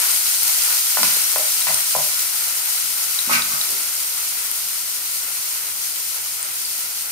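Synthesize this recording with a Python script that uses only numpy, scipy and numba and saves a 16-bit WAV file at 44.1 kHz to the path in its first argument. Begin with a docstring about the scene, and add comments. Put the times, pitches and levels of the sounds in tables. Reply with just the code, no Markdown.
"""In a kitchen, ginger, chillies and spices fry in hot oil close to a phone with two microphone ports.
Thousands of steam bubbles burst each second, as short swelling sines over filtered noise; a few pop loudly.
A spatula taps and scrapes the pan: filtered pushes and gritty noise excite its damped modes and rock it on the hob.
Later the spatula is laid down nearby with knocks, rubbing and thuds.
The frying calms slowly over a faint rumble of coloured noise."""
import sys
import numpy as np
from scipy import signal
from scipy.fft import rfft, irfft
from scipy.io import wavfile
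from scipy.ndimage import uniform_filter1d
from numba import njit

SR = 44100
rng = np.random.default_rng(int(sys.argv[2]) if len(sys.argv) > 2 else 0)


def store_wav(level_fs):
    """Save 16-bit WAV to argv[1]."""
    pcm = np.round(np.clip(np.atleast_2d(level_fs), -1, 1) * 32767)
    wavfile.write(sys.argv[1], SR, pcm.T.astype(np.int16))


N = 313551  # length [samples]


def undb(db):
    """Decibel law: amplitude ratio of a level."""
    return 10 ** (np.asarray(db) / 20)


def unit(x):
    """Normalisation: scale to an rms of 1 over all channels."""
    return x / np.sqrt(np.mean(x ** 2))


def curves(table):
    """Linear interpolation: columns of a (time [s], ..) table, one value a sample."""
    s, *columns = np.transpose(table)
    return [np.interp(np.arange(N) / SR, s, c) for c in columns]


def butter(x, order, hz, kind="low"):
    """Butterworth filtering: a maximally flat pass band."""
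    return signal.sosfilt(signal.butter(order, hz, kind, fs=SR, output="sos"), x)


def colour(x, table):
    """Linear filtering: multiply the spectra by (frequency [Hz], left [dB], right [dB]) curves."""
    hz, *sides = np.transpose(table)
    log_hz = np.log(np.arange(1, N // 2 + 2) * SR / N)
    gains = np.array([undb(np.interp(log_hz, np.log(hz), db)) for db in sides])
    return irfft(rfft(x) * gains, N)


def flatten(x):
    """Spectral whitening: even out the long-term spectrum."""
    spectrum = rfft(x)
    power = uniform_filter1d(np.abs(spectrum) ** 2, size=1500)
    return unit(irfft(spectrum / np.sqrt(power + 1e-9), N))


def walk(rate):
    """Slow random modulation: values held 1 / rate s, then smoothed twice; spread near 0.7."""
    k = int(SR / rate)
    held = np.repeat(rng.standard_normal(N // k + 1), k)
    return 0.96 * uniform_filter1d(uniform_filter1d(held, k), k)[:N]


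def partly_shared_noise():
    """Spatial coherence: noise common to both ports, and noise of each port alone."""
    return rng.standard_normal(N), rng.standard_normal((2, N))


def ring(x, modes):
    """Modal superposition: a push sets every (frequency [Hz], level [dB], T60 [s]) mode ringing."""
    out = 0
    for hz, db, t60 in modes:
        pole = np.exp(2j * np.pi * hz / SR - np.log(1000) / (t60 * SR))
        out = out + undb(db) * signal.lfilter([1], [1, -pole], x).imag
    return out


@njit
def band(x, hz, share):
    """Resonance: a state-variable band-pass with a moving centre; width is a share of the centre."""
    y, b, l = np.empty(len(x)), 0., 0.
    for i in range(len(x)):
        g = np.tan(np.pi * hz[i] / SR)
        v = (b + g * (x[i] - l)) / (1 + g * (g + share))
        b, l, y[i] = 2 * v - b, l + 2 * g * v, share * v
    return y


def fixed_band(x, hz, share):
    """Resonance at a constant frequency."""
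    return band(x, np.full(N, 1. * hz), share)


def impulse(s, db):
    """Ideal impact: all of the push falls in one sample."""
    return undb(db) * (np.arange(N) == int(s * SR))


def grit(rough_db):
    """Stick-slip friction: dense uneven slips of an edge dragged over a surface."""
    return unit(rng.standard_normal(N) * undb(rough_db * walk(250)))


def ports(x, left_lag_s):
    """Arrival time difference: one sound at both ports, late at the farther one."""
    k = int(round(left_lag_s * SR))
    return np.array([np.roll(x, max(k, 0)), np.roll(x, max(-k, 0))])


# treble resonances of the two microphone ports: (frequency [Hz], left [dB], right [dB])
PORT_RESONANCES = [(6800, 0, 1.34), (7890, -9.5, 3), (7710, 1.5, -17), (8700, 7, 3), (10260, 4, -1.5),
                   (11200, 2, -6.5), (12200, 6, 2.5), (13600, 1.5, -2.5), (14800, -0.5, 1),
                   (16900, -4, -5.5)]


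def port_resonance(x):
    """Cavity resonance: each port colours the treble in its own way."""
    return colour(x, PORT_RESONANCES)


ROOM_T60_S, ROOM_ALIKE_HZ = 0.4, 350  # reverberation time; below this the tail is alike at both ports


def room(x, wet_db):
    """Diffuse reverberation: the walls return an exponentially decaying tail, coherent only in the bass."""
    t = np.arange(int(.4 * SR)) / SR
    shared, *own = rng.standard_normal((3, len(t)))
    tail = own + butter(shared - np.array(own), 1, ROOM_ALIKE_HZ)
    tail = tail * np.exp(-np.log(1000) * t / ROOM_T60_S) * (t > .003)
    tail /= np.sqrt(np.sum(tail ** 2, axis=1, keepdims=True))
    echoes = signal.fftconvolve(np.broadcast_to(x, (2, N)), tail, axes=1)[:, :N]
    return x + undb(wet_db) * echoes


# spectrum of the kitchen rumble: (frequency [Hz], left [dB], right [dB])
RUMBLE_SPECTRUM = [(25, -19, -34), (60, 1, -3), (93, -0.5, -18), (112, 3.5, -8), (137, -2, -9.5),
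                   (222, -5, -11), (328, -1.5, -4), (614, -3.5, -10), (1100, -3, 2.5), (2500, -50, -46)]
KITCHEN_DB = -51


def kitchen():
    """Partially coherent background noise: a wavering low rumble, partly shared by both ports."""
    shared, own = partly_shared_noise()
    return undb(KITCHEN_DB + 0.25 * walk(5.3)) * unit(colour(0.6 * shared + own, RUMBLE_SPECTRUM))


# low modes of the hob top: (frequency [Hz], level [dB], T60 [s])
HOB_RESONANCES = [(61.5, -14, .12), (98, -23, 0.14), (145, -2, 0.1), (190, -9.5, 0.14), (240, 3.5, 0.058),
                  (332, -1, 0.063)]


def hob(x):
    """Plate radiation: the hob top booms at a few low modes and radiates little below them."""
    return butter(ring(x, HOB_RESONANCES), 2, 50, "high")


# modes of the spatula at rest: (frequency [Hz], level [dB], T60 [s])
SPATULA_RESONANCES = [(414, 0, 0.039), (660, 2, 0.019), (950, -7, 0.047), (1177, -3, 0.12),
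                      (1282, 1, 0.096), (1540, 7, 0.023), (1900, -7, 0.03), (2150, -4, 0.079),
                      (2250, 2, 0.057), (2380, 2, .025), (2524, 10, 0.026), (2750, 7, .018)]


def spatula(x):
    """Modal vibration: the spatula rings where it is laid down."""
    return ring(x, SPATULA_RESONANCES)


def padded_contact(s, db, hz, passes):
    """Contact compliance: a padded blow pushes only the modes near its pitch."""
    push = impulse(s, db)
    for _ in range(passes):
        push = fixed_band(push, hz, 0.42)
    return push


# weight of the spatula thudding on the hob: (time [s], push strength [dB], pitch [Hz])
HOB_THUDS = [(3.274, -33, 240), (3.292, -36, 240), (3.312, -30, 235), (3.345, -31, 230), (3.365, -39, 139),
             (3.389, -42, 70), (3.455, -41, 205), (3.515, -40, 230), (3.535, -39.5, 145)]


def thuds():
    """Structure-borne sound: the weight of the spatula drives the hob top."""
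    return hob(sum(padded_contact(s, db, hz, 1) for s, db, hz in HOB_THUDS))


# spatula landing and bouncing: (time [s], push strength [dB], pitch [Hz])
LANDING_KNOCKS = [(3.2957, -17, 900), (3.2995, -23, 950), (3.3117, -20, 1410), (3.315, -29, 2250),
                  (3.317, -28, 660), (3.334, -24, 2500), (3.338, -19, 1450), (3.352, -28, 2400),
                  (3.3573, -32, 2550), (3.362, -33, 2400), (3.377, -28, 1390), (3.52, -27, 1280),
                  (3.548, -29, 1200)]
REST_LAG_S = .00027  # blows beside the pan reach the left port last


def knocks():
    """Impact excitation: each bounce gives its own push and sets the spatula ringing."""
    push = sum(padded_contact(s, db, hz, 2) for s, db, hz in LANDING_KNOCKS)
    return ports(spatula(push) + 6.5 * push, REST_LAG_S)


# spatula sliding to rest: (time [s], rubbing strength [dB], brightness [Hz])
SLIDE = [(3.262, -66, 700), (3.276, -58, 700), (3.3, -33, 900), (3.308, -30, 1200), (3.316, -30, 1800),
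         (3.329, -28, 2000), (3.338, -27, 2300), (3.355, -26.5, 2290), (3.376, -31, 1900),
         (3.396, -35, 1700), (3.438, -53, 1500), (3.468, -42, 1300), (3.505, -46, 1250),
         (3.526, -41.5, 1250), (3.56, -41.5, 1200), (3.6, -52, 1200), (3.66, -59, 1100), (3.69, -47, 420),
         (3.72, -47.5, 404), (3.82, -51, 403)]


def sliding():
    """Friction excitation: slips rattle the spatula; harder rubbing adds a bright rasp."""
    rub_db, bright_hz = curves(SLIDE)
    # the whole length rattles: each port hears its own slips
    rub = np.array([band(band(grit(2.8), bright_hz, 1.0), bright_hz, 2.5) for _ in range(2)])
    body = unit(spatula(rub)) + 0.5 * unit(rub)
    rasp = unit(np.array([fixed_band(grit(3.5), 5000, 0.75) for _ in range(2)]))
    rasp = rasp * undb(4.0 + 0.4 * (rub_db - rub_db.max()))
    t = np.arange(N) / SR
    moving = (t > SLIDE[0][0]) & (t < SLIDE[-1][0])
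    return moving * undb(rub_db) * (body + rasp)


# spatula on the pan, and at 1.169 s a low puff of air from a pop:
# (time [s], push strength [dB], dullest [Hz], brightest [Hz],
#   drag length [s], drag strength [dB], rocking strength [dB], rocking pitch [Hz])
PAN_PUSHES = [(0.9715, -15, 760, 1900, 0.012, -49, -72, 240),
              (.9865, -23, 900, 1700, 0.027, -46.5, -54.5, 240),
              (1.0311, -14.5, 1010, 6500, 0.0025, -40, -61, 190),
              (1.045, -34, 1800, 2800, 0.014, -43, -57, 80), (1.169, -32.5, 70, 2000, .003, -61, -68, 70),
              (1.3605, -18, 563, 1900, 0.0067, -53, -71, 145),
              (1.373, -32, 500, 1100, 0.0083, -67, -80, 145), (1.395, -27, 503, 900, 0.041, -57, -82, 145),
              (1.6695, -21.5, 1000, 3200, 0.024, -45, -59, 143),
              (1.686, -26, 1300, 3200, .018, -51, -75, 143), (1.695, -26, 596, 1500, 0.0065, -52, -78, 143),
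              (1.704, -29, 700, 1500, 0.0066, -49, -80, 143), (1.951, -13, 590, 1150, .012, -48, -58, 145),
              (1.965, -27, 480, 900, 0.01, -65, -74, 144), (1.987, -24, 520, 970, 0.026, -52, -81, 145),
              (2.045, -35, 540, 745, 0.033, -61, -87, 145)]
# modes of the pan: (frequency [Hz], level [dB], T60 [s])
PAN_RESONANCES = [(520, -9, 0.02), (638, -5.5, 0.052), (700, -12, 0.035), (776, -8, 0.029),
                  (860, -7.5, 0.017), (1014, -5.5, 0.041), (1200, -5, 0.012), (1460, -5, 0.023),
                  (1880, -9, 0.013), (2040, -6, 0.029), (2340, -8, 0.021), (2610, -3, 0.03),
                  (2970, -7, 0.039), (3900, 0.5, 0.012), (4700, 6, .011), (5400, 8, .011)]
TAP_LEAD_S = .00008  # pushes on the pan reach the left port first


def taps_and_puff():
    """Impact and friction: a push and gritty noise ring the pan, and low hob modes answer late."""
    t, push, rock, slips = np.arange(N) / SR, np.zeros(N), np.zeros(N), grit(3.0)
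    for s, push_db, dull_hz, bright_hz, drag_s, drag_db, rock_db, rock_hz in PAN_PUSHES:
        since = np.maximum(t - s, 0)
        drag = (since > 0) * undb(drag_db) * slips * np.exp(-(since / drag_s) ** 3)
        # for a tap, the place of the blow sets its colour
        push += butter(impulse(s, push_db) + drag, 2, [dull_hz, bright_hz], "band")
        # the rocking of the pan builds up late
        rocking = undb(rock_db) * slips * since / 0.015 * np.exp(-since / 0.016)
        rock += fixed_band(rocking, rock_hz, 0.56)
    pan = butter(ring(push, PAN_RESONANCES), 2, 400, "high") + 8.1 * push
    return ports(pan, -TAP_LEAD_S) + hob(rock)


@njit
def bursts(start, hz, cycles, size, n):
    """Damped bubble oscillation: each swells for a third of its cycles, rings and dies."""
    out = np.zeros(n)
    for k in range(len(hz)):
        fade = 3 * hz[k] / SR / cycles[k]
        p = np.exp(2j * np.pi * hz[k] / SR - fade)
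        z = size[k] * np.e * fade + 0j
        for i in range(min(n - start[k], int(8 / fade) + 2)):
            out[start[k] + i] += i * z.imag
            z *= p
    return out


def both_ports(s, lag_s, hz, cycles, size, pan_db):
    """Time and level differences: a burst reaches the ports at its own lag and balance."""
    channels = []
    for side in (1, -1):  # left, right
        start = np.clip(((s + side * lag_s / 2) * SR).astype(np.int64), 0, N - 1)
        channels.append(bursts(start, hz, cycles, size * undb(side * pan_db / 2), N))
    return np.array(channels)


# large bubbles plop long, small ones snap short and farther to the left:
# (pitch [Hz], length [cycles], left minus right [dB], full spread of the lag between ports [s])
BUBBLE_LAW = [(5600, 10, 2, 0.00029), (8400, 3, 4, .0003)]
SNAP_DB, SNAP_PITCH, SNAP_CYCLES = -12, 0.49, 1.27  # dull opening snap: relative level, share of pitch, length


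def pops(s, level_db, hz):
    """Bubble scaling: pitch sets the length and side of a burst; a dull snap opens it."""
    law_hz, *laws = np.transpose(BUBBLE_LAW)
    cycles, pan_db, spread_s = [np.interp(hz, law_hz, law) for law in laws]
    lag_s = spread_s * (rng.random(len(s)) - .5)
    ringing = both_ports(s + 0.00044, lag_s, hz, cycles, undb(level_db), pan_db)
    snap_cycles = np.full(len(s), SNAP_CYCLES)
    snap = both_ports(s + 0.0004, lag_s, SNAP_PITCH * hz, snap_cycles, undb(level_db + SNAP_DB), pan_db)
    return port_resonance(ringing + snap)


# single bubbles bursting at set times, loud snaps and softer plops:
# (time [s], level before the port resonances [dB], pitch [Hz])
SINGLE_POPS = [(0.017, -9, 8720), (0.115, -6, 8650), (0.2905, -9, 9710), (0.313, -12, 9150),
               (0.432, 3, 12200), (0.4798, -17, 6500), (0.5604, -10, 12500), (0.5732, -10, 9300),
               (0.6494, -9, 9000), (0.6629, -13, 9710), (1.0307, -2, 9400), (1.136, -11, 9000),
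               (1.1445, -17, 4000), (1.166, -24, 4100), (1.1675, -6, 12200), (1.224, -10, 9070),
               (1.242, -12, 5600), (1.3172, -7, 8500), (1.3828, -1, 12700), (1.619, -19.5, 3840),
               (1.7436, -13, 5600), (1.7436, -8, 12200), (1.744, 0, 9400), (1.806, -8, 8600),
               (1.806, -18, 6200), (1.964, -7, 9610), (2.0862, -9, 12600), (2.1424, -17, 5240),
               (2.1927, -12, 8510), (2.6585, -6, 12200), (2.7792, -18.5, 4050), (3.189, -10, 3900),
               (3.3119, -10, 8420), (3.42, -14, 3780), (3.4207, -17, 4700), (3.613, -13, 3900),
               (3.6133, -21, 4700), (3.69, -17, 5400), (3.9659, -19, 5270), (4.046, -12, 8610),
               (4.514, -3.5, 11900), (4.6872, -12, 12100), (4.7561, -26, 4970), (5.9184, -26, 4680),
               (6.4285, -9, 8750), (6.6506, -17, 4640), (6.971, -23, 4330), (7.0227, -9, 12200)]


def single_pops():
    """Transient radiation: single bubbles burst at set times, loud snaps and softer plops."""
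    return pops(*np.transpose(SINGLE_POPS))


# strength of the frying: (time [s], level [dB])
FRYING_LEVEL = [(0.0, -17), (0.3, -17.5), (0.5, -17), (0.75, -16.5), (0.88, -18), (1.08, -16),
                (1.22, -17.5), (1.6, -18.5), (1.95, -18), (2.12, -19.5), (2.75, -19.5), (3.25, -20.5),
                (3.41, -20), (3.74, -21), (4.3, -22), (4.8, -22.5), (5.6, -23), (7.11, -24)]
SNAPS_ABOVE_DB, SNAPS_SCATTER_DB = 6, 2.5  # level above the frying, most scatter either way


def random_snaps(count=60):
    """Random point process: more snaps at random times, denser early on, whose level follows the frying."""
    when, pitch, big = rng.random((count, 3)).T
    s = when ** 1.8 * N / SR
    level_db = np.interp(s, *np.transpose(FRYING_LEVEL)) + SNAPS_ABOVE_DB
    level_db = level_db + SNAPS_SCATTER_DB * (2 * big - 1)
    return pops(s, level_db, 8300 + 4600 * pitch)


# colour from the bubble sizes and the bowl of the pan: (frequency [Hz], left [dB], right [dB])
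OIL_SPECTRUM = [(256, -30, -29.5), (545, -16, -16.5), (1060, -10.5, -10), (1150, -11, -16),
                (1366, -3.5, -4), (1680, -11.5, -10.5), (1950, -5, -5.5), (3130, -3.5, -5), (3850, -7, -4),
                (3630, -1, -3.5), (4750, 0.1, 0.1), (6400, 0.4, 1.33)]
FRY_LEAN_DB, FRY_WANDER_DB = 1.05, 0.63  # lean to the left; factor on its random walk


def frying(count=60000):
    """Superposed random bursts: steam bubbles all over the pan, with noise for the smallest and echoes."""
    level_db, pan_db = curves(FRYING_LEVEL)[0], FRY_LEAN_DB + FRY_WANDER_DB * walk(15.0)
    s, pitch, place, big, lean, long = rng.random((count, 6)).T
    hz = 200 + 16000 * pitch ** 1.3
    size = np.sqrt(hz) * undb(-2.2 * np.log(1.003 - big))  # large bursts are rare
    lag_s = .0009 * (place - .5)
    crackle = both_ports(s * N / SR, lag_s, hz, 1.94 + 5 * long, size, 9 * (lean - .5))
    shared, own = partly_shared_noise()
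    hiss = own + 0.84 * butter(shared - own, 2, 1300)  # long waves are more alike at both ports
    oil = port_resonance(colour(flatten(crackle) + undb(4.0) * hiss, OIL_SPECTRUM))
    # patches of the pan flare and calm: large and small bubbles flicker apart
    low = butter(oil, 2, 3000)
    oil = low * undb(2.0 * walk(16)) + (oil - low) * undb(0.61 * walk(22.27))
    return unit(oil) * undb(level_db + 0.67 * walk(40) + np.array([pan_db, -pan_db]) / 2)


def scene():
    """Linear superposition: background, spatula, pops and frying add up."""
    # the rim of the pan shields the walls from the bursts inside it
    oil = frying() + room(single_pops() + random_snaps(), wet_db=-7)
    contacts = taps_and_puff() + knocks() + sliding() + thuds()
    return oil + room(contacts, wet_db=-2.5) + kitchen()


TOP_HZ = 15620


def record(dry):
    """Saturation and band limit: the phone clips the highest peaks and cuts the top steeply."""
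    steep = signal.ellip(14, .2, 95, TOP_HZ, fs=SR, output="sos")
    return signal.sosfilt(steep, np.clip(dry, -.97, .97))


dry = scene()
out = record(dry)
store_wav(out)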